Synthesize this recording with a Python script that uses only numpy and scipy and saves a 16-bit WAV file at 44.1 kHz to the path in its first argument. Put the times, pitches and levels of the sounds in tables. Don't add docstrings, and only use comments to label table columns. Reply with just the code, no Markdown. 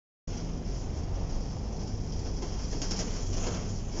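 import sys
import numpy as np
from scipy import signal
from scipy.fft import rfft, irfft
from scipy.io import wavfile

SR = 44100
rng = np.random.default_rng(int(sys.argv[2]) if len(sys.argv) > 2 else 0)


def wav_out(sig):
    wavfile.write(sys.argv[1], SR, np.round(np.clip(np.atleast_2d(sig).T, -1, 1) * 32767).astype(np.int16))


N = 176400
TIME = np.arange(N) / SR

# f/Hz, relative level/dB
RUMBLE_SPECTRUM = [(10, -11.5), (20, -1), (35, 4.5), (62, -3.5), (85, -0.5), (125, -5), (180, -5.5),
                   (250, -8.5), (310, -13.5), (420, -14.5), (560, -23.5), (780, -29), (1100, -38),
                   (1500, -40), (2500, -40), (4000, -46.5), (8000, -57.5)]
ROAR_SPECTRUM = [(100, -22), (300, -4.5), (480, 0.5), (750, 0.5), (1000, -6), (1500, -17.5), (3000, -23),
                 (8000, -36.5)]
# t/s, level/dB
RUMBLE_LEVEL = [(.27, -34.5), (1.15, -36), (1.8, -37), (2.3, -35), (3, -36.5), (3.7, -35.5), (3.85, -37.5),
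                (4, -37.5)]
ROAR_LEVEL = [(.27, -54), (.8, -52.5), (1.15, -47.5), (1.6, -50.5), (1.8, -48), (1.95, -51), (2.25, -52),
              (2.7, -51.5), (3.4, -51.5), (3.85, -52.5), (4, -48)]
# t/s, level/dB
BOOM_LEVEL = [(.27, -57.5), (1.1, -52.5), (1.36, -29.5), (1.58, -55), (1.95, -40.5), (2.15, -38),
              (2.5, -39), (3.05, -35), (3.35, -34.5), (3.6, -43.5), (4, -32)]
# t/s, firing rate/Hz, fundamental level/dB, relative overtone level/dB
ENGINE_RUN = [(.27, 40.81, -38.5, -59), (.75, 41.39, -40, -46), (.92, 43.84, -52.5, -43.5),
              (1.18, 45.72, -32.5, -40.5), (1.3, 50.07, -47, -43), (1.45, 53.1, -38, -44),
              (1.95, 52.28, -39, -42), (2.55, 50.23, -37.5, -45.5), (2.85, 48.05, -46.5, -50),
              (3.25, 45.95, -40, -42), (4, 44.98, -48, -41.5)]
# harmonic number, relative level/dB
ENGINE_HARMONICS = [(2, 1), (3, -7), (4, -8.5), (5, -13.5), (6, -14.5), (8, -14.5), (9, -18.5), (10, -18.5)]
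# peak t/s, f/Hz, level/dB, 1/e half-width/s
DRUM_SWELLS = [(0.495, 168, -40.5, 0.1), (0.78, 128, -41.5, 0.072), (.94, 70, -38, .05),
               (2.19, 80, -35.5, 0.088), (2.626, 62, -38, 0.049), (2.752, 262, -46, 0.054),
               (2.975, 183, -40.5, 0.14), (3.31, 95, -38, 0.055), (3.634, 177, -43.5, .12),
               (3.724, 100, -36.5, 0.06)]
# t/s, chatter level/dB, panel buzz level/dB
SHAKE_LEVELS = [(.27, -54, -51.5), (.37, -50, -48), (.6, -59, -62), (.76, -49, -56.5), (.84, -56, -58),
                (1.22, -55, -58), (1.36, -51, -59), (1.68, -54.5, -61), (1.85, -51, -69),
                (2.02, -53, -68.5), (2.22, -49.5, -65), (2.33, -49.5, -63), (2.52, -50.5, -52.5),
                (2.72, -45.5, -53), (2.80, -48, -57), (2.86, -43, -50), (2.96, -42, -49),
                (3.08, -47, -45.5), (3.27, -50, -55.5), (3.47, -52.5, -40.5), (3.62, -50, -48),
                (3.76, -50.5, -62), (3.88, -59.5, -52.5), (3.96, -47, -49)]
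# t/s, level/dB
BRIGHT_LEVEL = [(.27, -58.5), (.6, -66.5), (.76, -58.5), (1.3, -68), (2, -65), (2.5, -62.5), (2.7, -55),
                (2.98, -49.5), (3.1, -52), (3.28, -50), (3.46, -43.5), (3.62, -53), (3.85, -58),
                (3.96, -53.5)]
# t/s, relative levels of clack/dB, knock/dB and thud/dB, 1/e time of the bounces/s
ROAD_JOLTS = [(1.297, -21, -24, -27, 0.0098), (1.404, -25, -34, -29, .014),
              (1.874, -19.5, -45.5, -28, 0.0091), (2.192, -18.5, -25, -20.5, .01),
              (2.259, -41, -18.5, -15.5, 0.0075), (2.423, -17.5, -11, -8, 0.016),
              (2.726, -14, -16, -9.5, 0.013), (2.818, -4, -6.5, -9, .006), (2.910, -6.5, -9, -13.5, 0.011),
              (2.991, -4, -7, -12.5, .012), (3.163, -16, -31, -21, .01), (3.33, -14.5, -16.5, -25, .01),
              (3.370, -12, -13, -13.5, .02), (3.434, -16.5, -12, -10, 0.03), (3.468, -10.5, -9, -4.5, .016),
              (3.547, -17, -20, -26, 0.0091), (3.966, -16, -19, -9.5, 0.015)]
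# f/Hz, relative level/dB
FLOOR_SPECTRUM = [(60, -12), (180, -4.5), (280, 0.5), (430, 3.5), (560, -11), (850, -9), (1200, -22.5),
                  (1700, -18), (2500, -29.5), (7000, -38.5)]
PANEL_SPECTRUM = [(60, -25.5), (200, 2.5), (430, 3), (700, -3), (1000, -4), (1500, -10.5), (2400, -10.5),
                  (3200, -7.5), (3800, -17.5), (5000, -10), (6500, -5), (7700, -34)]
FITTING_SPECTRUM = [(300, -41.5), (1500, -16.5), (2400, -17.5), (3000, -18.5), (3280, -6), (3500, -19),
                    (3900, -17), (4400, -9), (5200, 1), (5700, 1.5), (6100, -3), (6500, -6), (7200, -13.5),
                    (7700, -17)]
BRIGHT_SPECTRUM = [(1000, -39), (3000, -12), (4500, -19.5), (5600, -11), (6100, 1), (6500, 4.5),
                   (7100, 1.5), (7700, -17.5)]
# f/Hz, relative level/dB, T60/s
METAL_MODES = [(1976, -13, .25), (2530, -10, .25), (2840, -9, 0.44), (3182, -10.5, 0.16), (4780, -9, 0.22),
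               (5400, -4, 0.16), (5500, -1, 0.11), (5800, 1.5, .2), (6360, -7, 0.11), (6450, -2.5, .2),
               (7130, -6, .2)]
# f/Hz, T60/s
CABIN_T60 = [(150, .3), (1000, 0.33), (3000, 0.16), (7000, 0.12)]


def amp(db):
    return 10 ** (np.asarray(db) / 20)


def unit_rms(x):
    return x / np.sqrt(np.mean(x ** 2) + 1e-20)


def curve(rows, column=1):
    rows = np.array(rows)
    return np.interp(TIME, rows[:, 0], rows[:, column])


def spectrum(points, hz):
    f, value = np.transpose(points)
    return np.interp(np.log(hz + 1), np.log(f), value)


def wander(rate_hz):
    hz = np.fft.rfftfreq(N, 1 / SR)
    low_pass = np.exp(-(hz / rate_hz) ** 2) * (hz > 0)
    return unit_rms(irfft(rfft(rng.standard_normal(N)) * low_pass, N))


def response(points, size=4096):
    log_gain = np.log(amp(spectrum(points, abs(np.fft.fftfreq(size, 1 / SR)))))
    h = np.fft.ifft(np.exp(np.conj(signal.hilbert(log_gain)))).real[:size // 2]
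    return h / np.linalg.norm(h)


def through(x, h):
    return signal.fftconvolve(x, h)[:N]


def cabin(x, places=6, reverb_to_direct_db=2):
    shares = np.array([wander(60) for _ in range(places)])
    shares /= np.linalg.norm(shares, axis=0)
    reverb = np.zeros(N)
    for share in shares:
        hz, t, noise = signal.stft(rng.standard_normal(SR // 2), SR, nperseg=256)
        decay = 1e3 ** (-t / spectrum(CABIN_T60, hz)[:, None])
        tail = signal.istft(noise * decay, SR, nperseg=256)[1]
        tail *= np.minimum(np.arange(len(tail)) / SR / 0.0025, 1)
        reverb += through(x * share, tail / np.linalg.norm(tail))
    gain = amp(reverb_to_direct_db)
    return (x + gain * reverb) / np.hypot(1, gain)


def tyres():
    hz = np.fft.rfftfreq(N, 1 / SR)
    rumble = unit_rms(irfft(rfft(rng.standard_normal(N)) * amp(spectrum(RUMBLE_SPECTRUM, hz)), N))
    roar = through(rng.standard_normal(N), response(ROAR_SPECTRUM))
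    rumble *= amp(curve(RUMBLE_LEVEL) + 0.59 * wander(34))
    roar *= amp(curve(ROAR_LEVEL) + 1.1 * wander(60))
    return rumble + roar


def wavering_phase(hz, depth, rate_hz):
    return 2 * np.pi * np.cumsum(hz * (1 + depth * wander(rate_hz))) / SR


def body_boom(resonance_hz=26.2):
    phase = wavering_phase(resonance_hz, depth=0.025, rate_hz=3.6)
    return np.sqrt(2) * amp(curve(BOOM_LEVEL) + 1.4 * wander(3.9)) * np.sin(phase)


def engine():
    phase = wavering_phase(curve(ENGINE_RUN), depth=0.0069, rate_hz=5.9)
    overtones = sum(amp(db + 3.1 * wander(5)) * np.sin(k * phase + 0.42 * wander(8))
                    for k, db in ENGINE_HARMONICS)
    overtones *= amp(curve(ENGINE_RUN, column=3) - 4)
    fundamental = amp(curve(ENGINE_RUN, column=2) + 0.79 * wander(6.6)) * np.sin(phase)
    return np.sqrt(2) * (fundamental + overtones)


def sheet_drumming():
    out = np.zeros(N)
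    for peak_s, hz, db, half_width_s in DRUM_SWELLS:
        phase = wavering_phase(hz, depth=0.035, rate_hz=19.6)
        swell = np.exp(-((TIME - peak_s) / half_width_s) ** 2)
        out += amp(db) * swell * np.sin(phase)
    return np.sqrt(2) * out


def contacts(per_s, spread_db):
    strength = amp(spread_db * np.minimum(rng.exponential(1, N), 4))
    polarity = rng.choice([-1., 1.], N)
    return unit_rms(strength * polarity * (rng.random(N) < per_s / SR))


def jolts(column, bounces_per_s=1300):
    out = np.zeros(N)
    t = np.arange(SR // 10) / SR
    for jolt in ROAD_JOLTS:
        start_s, db, bounce_s = jolt[0], jolt[column], jolt[4]
        touching = rng.random(len(t)) < bounces_per_s / SR
        hits = rng.standard_normal(len(t)) * touching * np.exp(-(t / bounce_s) ** 2)
        hits[0] = 1.96
        span = out[round(start_s * SR):][:len(t)]
        span += (amp(db) * hits / np.linalg.norm(hits))[:len(span)]
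    return out


def panels_and_floor():
    buzz = contacts(per_s=700, spread_db=4) * amp(curve(SHAKE_LEVELS, column=2) + wander(30))
    knocks = amp(-1.5) * jolts(column=2)
    thuds = amp(-3.5) * through(jolts(column=3), response(FLOOR_SPECTRUM))
    return through(buzz + knocks, response(PANEL_SPECTRUM)) + thuds


def metal_ring(impacts, gain_db=-12):
    t = np.arange(SR // 4) / SR
    modes = sum(amp(db) * 1e3 ** (-t / t60) * np.sin(2 * np.pi * hz * t) for hz, db, t60 in METAL_MODES)
    return through(impacts, amp(gain_db) * modes / np.linalg.norm(modes))


def loose_fittings():
    chatter = contacts(per_s=1000, spread_db=3) * amp(curve(SHAKE_LEVELS) + 1.5 * wander(27))
    bright_chatter = contacts(per_s=1000, spread_db=3.5) * amp(curve(BRIGHT_LEVEL) + 1.2 * wander(27))
    clacks = amp(-0.5) * jolts(column=1)
    bright_clacks = amp(-8) * jolts(column=1)
    rattle = through(chatter + clacks, response(FITTING_SPECTRUM))
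    rattle += through(bright_chatter + bright_clacks, response(BRIGHT_SPECTRUM))
    return cabin(rattle) + metal_ring(amp(-5) * (chatter + bright_chatter) + clacks)


def scene():
    background = engine() + body_boom() + tyres() + sheet_drumming()
    return (background + loose_fittings() + cabin(panels_and_floor()))[None]


def record(dry, start_s=0.273, fade_in_s=0.005, cutoff_hz=7470):
    gate = np.clip((TIME - start_s) / fade_in_s, 0, 1)
    low_pass = signal.firwin(261, cutoff_hz, window=("kaiser", 8), fs=SR)
    return signal.oaconvolve(dry * gate, low_pass[None], "same")


dry = scene()
out = record(dry)
wav_out(out)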